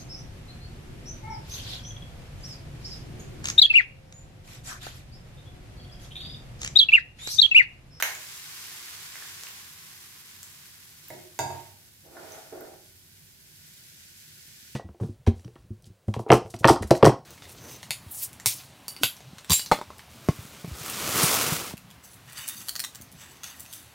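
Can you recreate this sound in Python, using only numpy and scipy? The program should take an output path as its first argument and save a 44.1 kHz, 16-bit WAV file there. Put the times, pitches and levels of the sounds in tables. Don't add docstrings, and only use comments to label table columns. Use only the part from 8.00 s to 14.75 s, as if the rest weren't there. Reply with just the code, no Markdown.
import sys
import numpy as np
from scipy import signal
from scipy.fft import rfft, irfft, next_fast_len
from scipy.io import wavfile
from scipy.ndimage import uniform_filter1d

SR = 44100
rng = np.random.default_rng(int(sys.argv[2]) if len(sys.argv) > 2 else 0)


def level_to_linear(level):
    exponent = np.asarray(level, float) / 20
    return 10 ** exponent


def generate_wav(sig):
    pcm = np.round(np.clip(np.atleast_2d(sig).T, -1, 1) * 32767).astype(np.int16)
    wavfile.write(sys.argv[1], SR, pcm)


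N = 297675

# (frequency [Hz], level [dB], decay t60 [s])
STOVE = [(332, -6.5, 0.078), (362.6, 1, 0.15), (440, 2.5, 0.045), (531, 0, 0.049), (631, 1, 0.065),
         (754, -5, 0.2), (832, -11, 0.42), (1066, -6, 0.07), (1425, 5.5, 0.019), (1750, -0.5, 0.03),
         (2024, -7.5, 0.037)]


def evened(x):
    return x / np.sqrt(np.mean(x ** 2) + 1e-20)


def read(points, hz):
    f, value = np.transpose(points)
    return np.interp(np.log(hz + 1), np.log(f + 1), value)


def follow(rows, column, off_db=-120):
    times = [row[0] for row in rows]
    values = [row[column] for row in rows]
    return np.interp(np.arange(N) / SR, times, values, off_db, off_db)


def resonate(x, hz, width):
    r = np.exp(-np.pi * width / SR)
    return signal.lfilter([1, 0, -1], [1, -2 * r * np.cos(2 * np.pi * hz / SR), r * r], x)


def colour(x, points):
    size = next_fast_len(N)
    gain = level_to_linear(read(points, np.fft.rfftfreq(size, 1 / SR)))
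    return irfft(rfft(x, size) * gain, size)[..., :N]


def bursts(per_s, spread_db, size=N):
    chance = rng.random((2, size))
    height = level_to_linear(spread_db * np.minimum(rng.exponential(1, (2, size)), 6))
    half = per_s / SR / 2
    return height * ((chance < half) * 1. - (chance > 1 - half))


def ring(modes, length=.7, upper_db=0, edge_hz=950, rough=0, crack_db=-40, clatter_db=-60):
    # (low [Hz], high [Hz])
    clatter_hz = (700, 6300)
    clatter_t60 = 0.24
    t = np.arange(int(length * SR)) / SR
    rise = np.minimum(t / 0.00039, 1)
    noise = rng.standard_normal(len(t))
    crack = level_to_linear(crack_db) * noise * np.exp(-t / 0.0017)
    clatter = signal.lfilter(*signal.butter(1, clatter_hz, "band", fs=SR), noise)
    sound = crack + level_to_linear(clatter_db - 60 * t / clatter_t60) * clatter
    for hz, db, t60 in modes:
        steps = rng.standard_normal((2, 40))
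        steps[:, 0] = 0
        a, b = (np.interp(t, np.arange(40) * 0.0188, v) for v in steps)
        waver = (1 + .5 * rough * a) * np.exp(1.6j * rough * b)
        tone = (waver * np.exp(2j * np.pi * (hz * t + rng.random()))).real
        sound = sound + level_to_linear(db + upper_db * (hz > edge_hz) - 60 * t / t60) * tone
    return rise * sound


def add(mix, s, sound, peak_db, pan_db):
    part = mix[:, round(s * SR):][:, :len(sound)]
    sides = level_to_linear(peak_db + np.array([[pan_db], [-pan_db]]) / 2)
    part += (sides * sound / abs(sound).max())[:, :part.shape[1]]


def pops():
    # (time [s], peak [dB], pitch [Hz], ring [ms], broadband share [0-1])
    first_spit = [
        (.0014, -19, 1500, .8, .4),
    ]
    # (time [s], peak [dB], left minus right [dB])
    big_spit = (.0248, -4.5, -3.5)
    # (frequency [Hz], level [dB], decay t60 [s])
    pocket = [(790, -8, 0.0069), (1140, -17, 0.0046), (1540, -1, 0.0069), (1820, -5, 0.01),
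              (2180, 0.5, 0.0089), (2920, 3.5, 0.0038), (3760, -0.5, 0.0053), (5960, -11, .004),
              (6530, -2.5, 0.0068), (7850, -19, .004), (10600, -5, 0.0035), (11970, -1, 0.008),
              (14000, -2, 0.0048)]
    # (time [s], peak [dB], pitch [Hz], ring [ms], broadband share [0-1])
    oil_pops = [(.0334, -16.5, 2300, 0.31, 0), (0.1498, -25.5, 7000, 0.85, 0.5),
                (1.1553, -26.5, 1970, 0.66, .5), (1.2224, -33.5, 1720, 1.6, 0.2),
                (1.4347, -19.5, 5940, 0.11, -0.07), (1.4688, -28, 2740, 0.46, 0),
                (1.4844, -28, 13000, .4, 1), (2.43, -22.5, 7500, 0.28, .6), (3.0834, -29, 14300, 1.1, 0.5),
                (4.3201, -32.5, 6300, 1, 0.5), (4.607, -32.5, 14000, .6, .5)]
    mix, t = np.zeros((2, N)), np.arange(900) / SR
    add(mix, big_spit[0], ring(pocket, length=.03, crack_db=-4.5), *big_spit[1:])
    noises = rng.standard_normal((len(oil_pops) + 1, 900))
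    for (s, db, hz, ms, wide), noise in zip(first_spit + oil_pops, noises):
        share = np.clip(wide, 0, 1)
        snap = np.diff(noise, prepend=0) * np.exp(-t / 0.002) * 0.12
        bubble = np.sin(2 * np.pi * hz * t) * np.exp(-1000 * t / ms)
        add(mix, s + .0008, (1 - share) * bubble + share * snap, db, -1.5)
    return signal.sosfilt(signal.butter(2, 600, "high", fs=SR, output="sos"), mix)


def sizzle():
    # (frequency [Hz], level [dB])
    fizz_spectrum = [(850, -63), (1450, -4.5), (2280, -4), (4050, -2.5), (5200, -1), (5680, -2.5),
                     (6210, -1.5), (6730, -4), (7540, -2.5), (7910, -5), (10000, -8.5), (13000, -23),
                     (22000, -120)]
    # (frequency [Hz], level [dB])
    coarse_spectrum = [(150, -40), (250, -27), (283, -11.5), (425, -9.5), (551, -20), (785, -8), (862, -9),
                       (1060, -2.5), (1380, -5.5), (2150, -3), (3000, -7.5), (3900, -7.5), (6600, -120)]
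    # (frequency [Hz], level [dB])
    spray_spectrum = [(5290, -25.5), (9000, -5), (13000, -1.5), (14200, -7), (15100, -2.5), (15700, -9)]
    # (time [s], vigour [dB])
    boil = [(0.0, -42.5), (0.15, -48), (0.6, -46.5), (1.37, -48), (1.56, -50), (1.73, -53), (2.42, -54),
            (2.97, -56.5), (3.19, -56), (3.44, -60.5), (3.85, -61), (4.1, -63.5), (4.64, -61), (5.36, -61),
            (5.64, -57), (5.86, -56), (6.11, -56), (6.75, -54.5)]
    # (time of peak [s], rise [s], fall [s], gain [dB])
    flares = [
        (0.001, .01, 0.18, 2.5),
        (3.55, 0.13, 0.2, 5.5),
        (4.35, 0.31, 0.26, 6),
    ]
    t, boil_db = np.arange(N) / SR, follow(boil, 1)
    vigour_db = boil_db + 55
    flare_db = np.zeros(N)
    for s, rise, fall, db in flares:
        flare_db += db * np.clip(np.minimum(1 + (t - s) / rise, 1 - (t - s) / fall), 0, 1)
    spread_s, spread_db = 1.1, -2.5
    sets_s, setting_db_per_s = 1.65, -3
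    coarse_db = -58 + 0.93 * vigour_db + setting_db_per_s * np.maximum(t - sets_s, 0)
    coarse_db += spread_db * np.maximum(1 - t / spread_s, 0) + 2.8 * flare_db
    drying_db_per_s = -0.31
    spray_db = -52.5 + 0.64 * vigour_db + drying_db_per_s * t + 0.83 * flare_db
    flicker_db = 0.51 * evened(uniform_filter1d(rng.standard_normal(N), 1500))
    fizz = evened(colour(bursts(12000, 2.67), fizz_spectrum)) * level_to_linear(boil_db + flare_db + 3.0)
    coarse = evened(colour(bursts(5000, 2.2), coarse_spectrum)) * level_to_linear(coarse_db)
    spray = evened(colour(bursts(16000, 3.3), spray_spectrum)) * level_to_linear(spray_db)
    return (fizz + coarse + spray) * level_to_linear(flicker_db)


def hum():
    # (frequency [Hz], level [dB])
    rumble = [(15, -46), (25, -15.5), (69, -5.5), (98, 2.5), (124, -4), (154, -6), (301, -15), (361, -11.5),
              (393, -12), (413, -20.5), (753, -23.5), (818, -26), (860, -21), (1350, -36), (1760, -54),
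              (2970, -120)]
    # (frequency [Hz], width [Hz], level [dB])
    motor = [(96, 10, -71), (130.3, 11, -73.5), (152.7, 6, -70), (192, 5.9, -78.5)]
    sound = level_to_linear(-64.5) * evened(colour(rng.standard_normal((2, N)), rumble))
    air = rng.standard_normal((2, N))
    for hz, width, db in motor:
        sound = sound + level_to_linear(db) * evened(resonate(air, hz, width))
    return sound


def cookware():
    # (time [s], peak [dB], left minus right [dB])
    tap = [
        (3.103, -32.5, -5.5),
    ]
    # (frequency [Hz], level [dB], decay t60 [s])
    rim = [(320, -5.5, 0.056), (361, -11, 0.23), (436, -15, 0.068), (536, -3, 0.076), (616, -2.5, .11),
           (714, -6.5, 0.1), (794, -8, 0.067), (940, -3.5, 0.044), (1690, -7.5, 0.04), (1920, -2, 0.038),
           (2140, -3, 0.036), (9900, -15, 0.15), (128, -14, 0.24), (195, -16, .2)]
    # (time [s], peak [dB], left minus right [dB])
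    clank = [
        (3.39, -17, -5.5),
    ]
    # (frequency [Hz], level [dB], decay t60 [s])
    bowl = [(98.6, -18.5, 0.75), (136, -17.5, 0.39), (209, -23, 0.18), (292, -16.5, 0.16),
            (359, -10.5, 0.22), (443, -13, 0.07), (513, -8, 0.057), (602, -8, 0.082), (675, -5.5, 0.14),
            (711, -4.5, 0.07), (747, -5.5, 0.14), (828, -0.5, 0.099), (921, 3, 0.15), (1190, -11.5, 0.025),
            (1410, -6.5, 0.031), (1641, -5, 0.098), (2026, -4.5, 0.027), (2300, -3.5, 0.019),
            (2610, -12, 0.11), (3655, -11.5, 0.17), (4770, -15, 0.16), (6210, -6.5, 0.037),
            (6620, -6.5, 0.029), (7170, -2, 0.049), (8290, -14.5, 0.086), (9430, -16, 0.085),
            (10800, -30, 0.058), (12240, -15.5, 0.082), (15100, -26, 0.091)]
    # (time [s], peak [dB], hardness of the upper modes [dB])
    knocks = [
        (4.168, -30.5, 9),
        (4.525, -30, -3.5),
        (4.576, -37, -11),
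        (4.609, -31.5, -3),
        (4.651, -35, -5),
    ]
    mix = np.zeros((2, N))
    s, db, pan_db = tap[0]
    add(mix, s, ring(rim, length=0.31, rough=0.36, crack_db=2.0), db + 1.1, pan_db)
    add(mix, s + .045, ring(rim[1:2], length=0.15, rough=0.14), db - 11, pan_db)
    s, db, pan_db = clank[0]
    add(mix, s, ring(bowl, length=.45, rough=0.56, crack_db=1.0, clatter_db=-16), db + 0.5, pan_db)
    add(mix, s + .115, ring(bowl, length=.3, upper_db=-9, rough=0.29), db - 14, pan_db)
    for s, db, upper_db in knocks:
        knock = ring(STOVE, length=.25, upper_db=upper_db, rough=0.75, crack_db=-12)
        add(mix, s, knock, db - 5.5, -1.5)
    return mix


def drag():
    # (time [s], grip [dB], speed [0-1])
    pull = [
        (4.03, -56, 0.16),
        (4.15, -52.5, 0.75),
        (4.18, -47, 0.7),
        (4.38, -47.5, 0.86),
        (4.515, -59, 0.95),
        (4.53, -42.5, 0.37),
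        (4.65, -48, 0.53),
        (4.75, -52.5, 0.6),
        (4.81, -70, .5),
    ]
    span = slice(int(pull[0][0] * SR), int(pull[-1][0] * SR))
    grip_db = follow(pull, 1)[span]
    speed = np.clip(follow(pull, 2)[span], 0, 1)
    slips = bursts(1000, 2.0, size=len(speed))
    lean_db = -16 + 31 * speed
    low, rasp = 0, 0
    for hz, db, t60 in STOVE:
        mode = resonate(resonate(slips, hz, 3.3 / t60), hz, 0.59 * hz)
        mode = level_to_linear(db) * evened(mode)
        if hz < 950:
            low = low + mode * level_to_linear(lean_db * np.log2(hz / 520))
        else:
            rasp = rasp + mode
    grit = resonate(bursts(10000, 2.3, size=len(speed)), 4800, 6000)
    sound = evened(low) * level_to_linear(grip_db - 1.3)
    sound = sound + evened(rasp) * level_to_linear(grip_db - 19.5 + 13.5 * speed)
    sound = sound + evened(grit) * level_to_linear(-69.5 + 0.47 * (grip_db + 52.5) + 11.5 * speed)
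    catch_s = 0.026
    out = np.zeros((2, N))
    out[:, span] = sound * np.minimum(np.arange(len(speed)) / SR / catch_s, 1)
    return out


def kitchen(x):
    # (frequency [Hz], t60 [s])
    room = [(100, 0.52), (500, 0.58), (2000, 0.44), (7000, 0.43), (15000, 0.27)]
    taps = np.zeros((2, SR // 2))
    at = np.arange(120, 22000, 20) + rng.integers(0, 20, (2, 1094))
    np.put_along_axis(taps, at, rng.choice([-1., 1.], at.shape), 1)
    hz, t, z = signal.stft(taps, SR, nperseg=256)
    fading = level_to_linear(-60 * t / read(room, hz)[:, None])
    tail = signal.istft(z * fading, SR, nperseg=256)[1]
    tail[:, :120] = 0
    return signal.oaconvolve(x.mean(0)[None], tail / np.linalg.norm(tail[0]), axes=1)[:, :N]


def ports(two):
    # (frequency [Hz], likeness [0-1])
    likeness = [(60, 0.76), (150, 0.86), (380, 0.59), (950, 0.28), (2380, 0.25), (5980, 0.026),
                (15000, 0.25)]
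    # (frequency [Hz], phase [rad])
    phases = [(0, 0), (1120, 0.56), (3010, 2.5), (7320, 0.75), (11000, 4.5), (12300, 6.5), (15800, 9.5),
              (16500, 16)]
    # (frequency [Hz], left minus right [dB])
    balance = [(60, -2), (150, -4), (380, -4.5), (950, -1.5), (2380, -0.5), (5980, -0.5), (15000, -2)]
    size = next_fast_len(N + 2048)
    hz = np.fft.rfftfreq(size, 1 / SR)
    a, b = rfft(two, size) * np.clip((15840 - hz) / 40, 0, 1)
    same, lean = np.clip(read(likeness, hz), 0, 1), level_to_linear(read(balance, hz) / 2)
    right = same * a + np.sqrt(1 - same ** 2) * b
    right = right * np.exp(-1j * np.interp(hz, *np.transpose(phases)))
    return irfft(np.array([a * lean, right / lean]), size)[:, :N]


def scene():
    oil, pots, slide = pops(), cookware(), drag()
    echoes = kitchen(level_to_linear(0.5) * oil + level_to_linear(2.0) * pots + level_to_linear(-6.0) * slide)
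    return ports(sizzle() + hum() + slide + echoes) + oil + pots


def roll_off(x):
    return signal.sosfilt(signal.butter(12, 17000, fs=SR, output="sos"), x)


def record(dry):
    # (from [s], to [s])
    brief_dip = (.0172, .0212)
    t = np.arange(N) / SR
    outside_s = np.maximum(brief_dip[0] - t, t - brief_dip[1])
    open_share = np.clip(outside_s / .0025 + .3, .005, 1)
    band_limit = signal.firwin(161, 16150, window=("kaiser", 9), fs=SR)
    limited = signal.oaconvolve(dry * open_share, band_limit[None], "same")
    return roll_off(limited)


dry = scene()
out = record(dry)
generate_wav(out)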